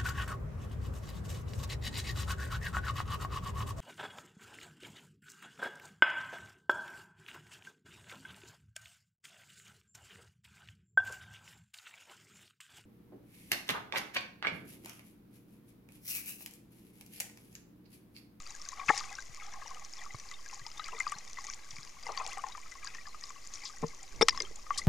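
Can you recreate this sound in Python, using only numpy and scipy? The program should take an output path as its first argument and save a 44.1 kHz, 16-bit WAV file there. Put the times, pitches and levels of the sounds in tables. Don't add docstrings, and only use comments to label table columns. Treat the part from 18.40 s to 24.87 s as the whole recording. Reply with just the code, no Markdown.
import sys
import numpy as np
from scipy import signal
from scipy.fft import rfft, irfft, next_fast_len
from scipy.io import wavfile
from scipy.ndimage import uniform_filter1d

SR = 44100
rng = np.random.default_rng(int(sys.argv[2]) if len(sys.argv) > 2 else 0)


def generate_wav(sig):
    pcm = np.round(np.clip(np.atleast_2d(sig).T, -1, 1) * 32767).astype(np.int16)
    wavfile.write(sys.argv[1], SR, pcm)


N = 285327
PADDED = 2 * next_fast_len(N // 2 + SR // 4)

# pitch_hz, relative_gain_db
CRACKLE_COLOUR = [(400, -11), (800, -31.5), (1130, 5.5), (1500, -17.5), (2000, 2), (2900, -13.5),
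                  (4000, -9.5), (4900, -0.5), (5800, 0.5), (7000, 1.5), (7700, -10), (9000, -12.5),
                  (10500, -18), (15000, -33)]


def from_db(db):
    return 10 ** (np.asarray(db) / 20)


def rms_one(x):
    return x / np.sqrt(np.mean(x ** 2) + 1e-20)


def gain_by_bin(points):
    hz, db = np.transpose(points)
    bin_hz = np.arange(PADDED // 2 + 1) * SR / PADDED
    return from_db(np.interp(np.log(bin_hz + 1), np.log(hz), db))


def colour(x, points):
    cepstrum = irfft(np.log(gain_by_bin(points)))
    cepstrum[1:PADDED // 2] *= 2
    cepstrum[PADDED // 2 + 1:] = 0
    response = np.exp(rfft(cepstrum))
    return irfft(rfft(x, PADDED) * response)[..., :N]


def add(track, s, sound):
    at = max(0, round(s * SR))
    track[at:at + len(sound)] += sound[:max(0, N - at)]


def at_peak(sound, db):
    loudest_power = uniform_filter1d(sound ** 2, SR // 1000).max()
    return sound * from_db(db) / np.sqrt(2 * loudest_power)


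def ring(hz, t60):
    t = np.arange(SR // 10) / SR
    return np.sin(2 * np.pi * hz * t) * np.exp(-np.log(1000) * t / t60)


def bubble(hz, t60, swell_s=0.0036):
    swell = 1 - np.exp(-np.arange(SR // 10) / SR / swell_s)
    return ring(hz, t60) * swell


def thud(hz, cycles):
    return bubble(hz, cycles / hz, swell_s=1 / (np.pi * hz))


def contact(length_s, count=4):
    age = np.arange(SR // 10) / SR / length_s
    force = rng.standard_normal(len(age)) * np.exp(-age ** 2)
    for _ in range(count):
        phase = np.angle(rfft(force))
        force = irfft(np.exp(1j * phase), len(age)) * np.exp(-(age / 2) ** 2)
    return force


def struck(response, length_s):
    return signal.fftconvolve(contact(length_s), response)[:len(response)]


def case_ring(low_hz, high_hz, spread_db=6.5, direct=1.84):
    # mode_hz, level_db before scatter, t60_s
    modes = [(155, -50, .035), (222, -5.5, 0.013), (460, -7.5, 0.08), (580, -17, 0.027), (866, -9.5, 0.037),
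             (1024, -3, 0.029), (1304, 2.5, 0.01), (1360, -37, 0.012), (1630, -18, 0.034),
             (1803, -5, 0.038), (2087, -2, 0.015), (2340, -4, 0.027), (3550, -8, 0.014), (3770, -9, 0.024),
             (4910, 4, 0.0081), (5500, 3, 0.021), (6840, -30, 0.015), (8650, -6, 0.022),
             (10500, -8, 0.0046)]
    out = np.zeros(SR // 10)
    for k, (hz, db, t60) in enumerate(modes):
        gain = from_db(db + spread_db * rng.standard_normal())
        out += gain * ring(hz, t60) * (-1) ** k
    out[:3] += direct * len(modes) * np.array([.25, .5, .25])
    top_hz = np.clip(high_hz, 1.1 * low_hz, .45 * SR)
    band = signal.butter(3, [low_hz, top_hz], "band", fs=SR, output="sos")
    return signal.sosfilt(band, out)


def clicks(per_s, spread_db, count=1500):
    when, size, sign = rng.random((count, 3))[:int(per_s * N / SR) + 1].T
    strength = np.minimum(-np.log(1 - size), 4)
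    height = from_db(spread_db * strength) * np.sign(sign - .5)
    return np.bincount((when * N).astype(int), height, N)


def strays(loud_rows, per_s, db, spread_db):
    when, size, pitch = rng.random((int(per_s * N / SR), 3)).T
    level_db = db + spread_db * (2 * size - 1)
    pitch_hz = np.quantile(np.array(loud_rows)[:, 2], pitch)
    return list(zip(when * N / SR, level_db, pitch_hz))


def snaps(crack_db=-13.5, note_db=-7.0, crack_s=0.0041):
    # start_s, level_db before crack and note gains, pitch_hz
    near_snaps = [(0.065, -34.5, 4700), (0.1496, -33, 6800), (0.216, -30, 5540), (0.288, -22.5, 6350),
                  (0.5656, -30, 5640), (0.594, -28, 4800), (0.752, -30, 5700), (1.2785, -31.5, 5740),
                  (1.4476, -31.5, 5790), (1.7983, -32, 5960), (1.9126, -34, 6880), (2.1365, -34, 5690),
                  (2.2646, -27, 5060), (2.373, -36.5, 3630), (2.3953, -28.5, 3920), (2.4418, -27.5, 4760),
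                  (2.6002, -22.5, 6970), (2.677, -27.5, 4790), (2.7187, -27, 8370), (2.7842, -28, 5870),
                  (2.9312, -31.5, 5960), (3.0418, -30, 6460), (3.3076, -31, 5730), (3.6324, -33.5, 4900),
                  (3.7194, -29.5, 5800), (3.7743, -21.5, 4600), (3.875, -27, 7050), (4.4456, -29.5, 6800),
                  (4.4732, -26, 4840), (4.5486, -39, 4900), (4.8377, -27, 5000), (4.8544, -36, 6740),
                  (5.0717, -32, 7040), (5.138, -28, 6400), (5.1554, -30, 5700), (5.253, -26.5, 5030),
                  (5.9066, -24.5, 4830), (5.975, -22.5, 5260), (6.0018, -16.5, 4940), (6.0195, -20.5, 6070),
                  (6.1584, -32, 6900), (6.341, -36, 3120)]
    middle_t60_s, middle_hz = 0.016, 6030
    out = np.zeros(N)
    for s, db, hz in list(near_snaps) + strays(near_snaps, per_s=2.5, db=-35, spread_db=1.5):
        band = signal.butter(3, [.6 * hz, 1.25 * hz], "band", fs=SR, output="sos")
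        t60 = middle_t60_s * (middle_hz / hz) ** 2
        crack = signal.sosfilt(band, contact(crack_s))
        note = signal.sosfilt(band, struck(ring(hz, t60), length_s=0.00139))
        add(out, s, at_peak(crack, db + crack_db))
        add(out, s, at_peak(note, db + note_db))
    return out


def shrimp(fizz_db, per_s=110, spread_db=5.0, crackle_db=-8.5, wash_db=-7.0):
    smeared = np.zeros(N)
    for _ in range(10):
        path = contact(length_s=0.00264)
        smeared += signal.oaconvolve(clicks(per_s / 10, spread_db), path)[:N]
    crackle = rms_one(colour(smeared, CRACKLE_COLOUR))
    wash = rms_one(colour(rng.standard_normal(N), CRACKLE_COLOUR))
    return from_db(fizz_db) * (from_db(crackle_db) * crackle + from_db(wash_db) * wash)


def stirring():
    # full_s, hold_s, gurgle_db and fizz_db before trims, lowest_hz
    surges = [(0.091, 0.01, -51, -51.5, 915), (0.242, 0.04, -55.5, -54, 910),
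              (0.385, 0.022, -45, -55.5, 720), (0.49, 0.095, -40, -40, 810),
              (0.644, 0.093, -47.5, -54, 830), (1.015, 0.37, -50.5, -67, 670),
              (1.582, 0.046, -50.5, -57, 800), (1.844, 0.058, -58, -53.5, 890),
              (2.116, 0.026, -55, -49, 920), (2.36, 0.44, -50, -56.5, 970), (2.99, 0.11, -51, -52.5, 1000),
              (3.317, 0.017, -80, -52.5, 950), (3.664, 0.19, -44.5, -62, 610),
              (3.891, 0.026, -45, -46.5, 700), (3.95, 0.17, -51, -69, 740), (4.434, 0.11, -49.5, -57, 1220),
              (4.844, 0.02, -56.5, -52, 1020), (5.135, 0.02, -51.5, -49.5, 980),
              (5.241, 0.021, -55, -52, 1030), (5.933, 0.068, -48.5, -54, 1010),
              (6.347, 0.016, -43, -51, 1030)]
    rise_db_per_s, fall_db_per_s = 411, 138
    calm_gurgle_db, calm_fizz_db, calm_hz = -59, -54.5, 935
    t = np.arange(N) / SR
    gurgling, fizzing = from_db(calm_gurgle_db) ** 2, from_db(calm_fizz_db) ** 2
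    pitch = calm_hz * gurgling
    for s, hold_s, gurgle_db, fizz_db, hz in surges:
        rise_db = rise_db_per_s * (t - s)
        fall_db = fall_db_per_s * (s + hold_s - t)
        shape_db = np.clip(np.minimum(rise_db, fall_db), -90, 0)
        gurgle_power = from_db(shape_db + gurgle_db) ** 2
        gurgling = gurgling + gurgle_power
        fizzing = fizzing + from_db(shape_db + fizz_db) ** 2
        pitch = pitch + gurgle_power * hz
    return 10 * np.log10(gurgling), 10 * np.log10(fizzing), pitch / gurgling


def fizz(fizz_db, per_s=1100, spread_db=5.5, trim_db=-3.5, clump_db=4.0):
    cycles, clump_s = 34, .03
    pitches = np.geomspace(2300, 9000, 26)
    plinks = np.zeros(N)
    for hz in pitches:
        born = clicks(per_s / len(pitches), spread_db)
        plinks += signal.oaconvolve(born, ring(hz, cycles / hz))[:N] * np.sqrt(hz)
    clumps = rms_one(uniform_filter1d(rng.standard_normal(N), int(clump_s * SR)))
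    clumped = colour(plinks, CRACKLE_COLOUR) * from_db(clump_db * clumps)
    return from_db(fizz_db + trim_db) * rms_one(clumped)


def gurgle(gurgle_db, lowest_hz, spread_db=5.0, trim_db=-2.5, churn_db=-9.5, size_range=2.4):
    # pitch_hz, relative_gain_db
    gurgle_colour = [(150, -6), (330, -29.5), (470, -10), (600, -17.5), (820, -3), (930, -14.5), (1120, -3),
                     (1480, -17.5), (1640, -5.5), (1770, -17.5), (1980, 0.5), (2500, -7), (2950, -8.5),
                     (4000, -4)]
    per_s, t60_at_1khz_s = 600, .028
    blips = np.zeros(N)
    pitches = np.geomspace(450, 4200, 32)
    for hz in pitches:
        born = clicks(per_s / len(pitches), spread_db)
        at = np.flatnonzero(born)
        too_large = 1 + (lowest_hz[at] / hz) ** 6
        too_small = np.hypot(1, hz / lowest_hz[at] / size_range)
        born[at] /= too_large * too_small
        blips += signal.oaconvolve(born, bubble(hz, t60_at_1khz_s * np.sqrt(1000 / hz)))[:N]
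    lowpass = signal.butter(2, 2600, fs=SR, output="sos")
    churn = from_db(churn_db) * rms_one(signal.sosfilt(lowpass, rng.standard_normal(N)))
    return from_db(gurgle_db + trim_db) * rms_one(colour(rms_one(blips) + churn, gurgle_colour))


def pops(case_db=-4.0, trim_db=-3.5, t60=0.042, touch_s=.0024):
    # start_s, level_db before trim, pitch_hz
    loud_pops = [(0.33, -37, 1114), (0.395, -31.5, 1106), (0.414, -32, 1110), (0.573, -37, 1910),
                 (0.608, -33.5, 1223), (0.713, -40, 786), (0.785, -31.5, 1570), (1.139, -38.5, 1065),
                 (1.368, -38.5, 1217), (1.662, -38, 1150), (1.745, -44, 1160), (1.913, -37.5, 2010),
                 (2.06, -41, 1650), (2.128, -38.5, 1050), (2.264, -40, 912), (2.395, -29.5, 1245),
                 (2.485, -35.5, 1285), (2.603, -21, 2085), (2.667, -23, 1170), (2.72, -24.5, 1170),
                 (2.971, -36, 2000), (2.985, -33.5, 1094), (3.693, -29.5, 1166), (3.775, -30, 1080),
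                 (3.798, -27, 1037), (3.972, -29, 790), (4.038, -25, 1050), (4.065, -35.5, 821),
                 (4.095, -41, 996), (4.15, -35.5, 1206), (4.176, -37.5, 1004), (4.353, -39, 1090),
                 (4.446, -41.5, 1095), (4.469, -36.5, 1630), (4.549, -40, 1820), (4.583, -36, 1910),
                 (4.672, -38, 1187), (4.745, -38.5, 1234), (4.904, -37.5, 1145), (5.297, -40, 1230),
                 (5.946, -35, 1030), (5.975, -32, 1115), (6.003, -30, 2110), (6.306, -19, 1148)]
    out = np.zeros(N)
    for s, db, hz in list(loud_pops) + strays(loud_pops, per_s=2.5, db=-43, spread_db=4.5):
        answer = struck(case_ring(0.42 * hz + 280, 2340), touch_s)
        add(out, s, at_peak(bubble(hz, t60, swell_s=0.0015), db + trim_db))
        add(out, s, at_peak(answer, db + case_db + trim_db))
    return out


def gulp(count=5, t60=0.024, speedup=1.405, case_db=0.0, below=1.15, above=1.68,
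         top_hz=2700, bottom_hz=1100, shove_db=-25.0, shove_delay_s=0.0118):
    start_s, step_s = .4835, .0049
    first_hz, last_hz = 2557, 837
    first_db, last_db = -26.5, -14.5
    out = np.zeros(N)
    for k, progress in enumerate(np.linspace(0, 1, count)):
        s = start_s + k * step_s
        hz = first_hz * (last_hz / first_hz) ** (progress ** speedup)
        db = first_db + (last_db - first_db) * progress
        answer = case_ring(min(hz / below, bottom_hz), min(hz * above, top_hz))
        add(out, s, at_peak(bubble(hz, t60), db))
        add(out, s, at_peak(struck(answer, length_s=0.0038), db + case_db))
    shove = struck(case_ring(low_hz=263, high_hz=545), length_s=0.009)
    add(out, start_s + shove_delay_s, at_peak(shove, shove_db))
    return out


def knocks(trim_db=-0.5):
    # start_s, level_db before trim, lowest_hz, highest_hz, contact_s
    taps = [(1.745, -39.5, 202, 1500, 0.0044), (2.525, -37, 463, 950, 0.049),
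            (3.688, -31, 446, 1140, 0.023), (3.806, -31, 630, 1210, 0.037),
            (3.7742, -31, 2000, 5600, 0.00057), (3.8645, -26, 2280, 7640, 0.00075),
            (4.548, -36.5, 1530, 2600, .002), (5.256, -37, 3260, 5800, 0.031),
            (5.8842, -9.5, 1010, 7400, 0.0035), (5.893, -14.5, 2100, 6160, 0.0023),
            (6.002, -38.5, 342, 540, .035), (6.106, -44, 320, 594, 0.031),
            (6.376, -25.5, 3780, 9200, 0.019)]
    # start_s, level_db before swell, pitch_hz
    pushes = [(0.491, -27.5, 155), (0.895, -41, 123), (1.745, -30.5, 114), (2.216, -41, 119),
              (2.759, -41, 150), (3.331, -42, 118), (3.386, -38, 130)]
    out = np.zeros(N)
    for s, db, low_hz, high_hz, contact_s in taps:
        tap = struck(case_ring(low_hz, high_hz, direct=2.75), contact_s)
        add(out, s, at_peak(tap, db + trim_db))
    for s, db, hz in pushes:
        add(out, s, from_db(db) * thud(hz, cycles=5.06))
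    return out


def judders(count=4, touch_s=0.0028, grip_db=-0.5):
    # start_s, slip_peak_db, lowest_hz, highest_hz, boom_db before swell and grip, boom_hz
    slides = [(5.426, -27, 120, 795, -33, 159), (5.811, -15.5, 185, 6000, -12, 435)]
    slip_s, boom_cycles = 0.0045, 14
    out = np.zeros(N)
    for s, db, low_hz, high_hz, boom_db, boom_hz in slides:
        for k in range(count):
            slip = struck(case_ring(low_hz, high_hz, spread_db=8.0, direct=0.5), touch_s)
            add(out, s + k * slip_s, at_peak(slip, db))
        boom = from_db(boom_db) * thud(boom_hz, boom_cycles)
        add(out, s, from_db(grip_db) * boom)
        add(out, s + (count - 1) * slip_s, boom)
    return out


def through_case(sea):
    # pitch_hz, left_minus_right_db
    lean_points = [(60, -4), (140, -6.5), (280, 4), (450, 8.5), (900, 8.5), (2000, 6), (5000, 6), (9000, 5),
                   (14000, -3)]
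    lean = gain_by_bin(lean_points)
    left_right = 2 * np.array([lean, np.ones_like(lean)]) / (1 + lean)
    return irfft(rfft(sea, PADDED) * left_right)[:, :N]


def rumble(side_db=-11.0, trim_db=10.5):
    # time_s, rumble_db before trim
    sway = [(0.0, -64), (0.07, -65), (5.39, -65.5), (5.42, -57), (5.68, -66), (5.77, -52), (6.33, -63),
            (6.47, -54)]
    # pitch_hz, relative_gain_db
    rumble_colour = [(8, 13.5), (25, -0.5), (50, -3.5), (100, -16), (200, -18.5), (400, -22), (1000, -28.5),
                     (4000, -99)]
    mid, side = colour(rng.standard_normal((2, N)), rumble_colour)
    leaning = mid * from_db([[-1.5], [1.5]])
    both = rms_one(leaning + from_db(side_db) * side * [[1], [-1]])
    sway_s, sway_db = np.transpose(sway)
    level_db = np.interp(np.arange(N) / SR, sway_s, sway_db) + trim_db
    return from_db(level_db) * both


def mic_hiss(level_db=-61.5):
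    # pitch_hz, relative_gain_db
    hiss_colour = [(30, -7), (200, -2.5), (600, -3), (2000, -5.5), (7000, -9.5), (15000, -20)]
    return from_db(level_db) * rms_one(colour(rng.standard_normal((2, N)), hiss_colour))


def scene():
    gurgle_db, fizz_db, lowest_hz = stirring()
    sea = snaps() + shrimp(fizz_db)
    sea += fizz(fizz_db) + gurgle(gurgle_db, lowest_hz)
    sea += pops() + gulp() + knocks() + judders()
    return through_case(sea) + rumble() + mic_hiss()


def record(dry):
    cutoff_hz, offset = 15300, .004
    lowpass = signal.ellip(10, .1, 70, cutoff_hz, fs=SR, output="sos")
    return offset + signal.sosfilt(lowpass, dry)


dry = scene()
out = record(dry)
generate_wav(out)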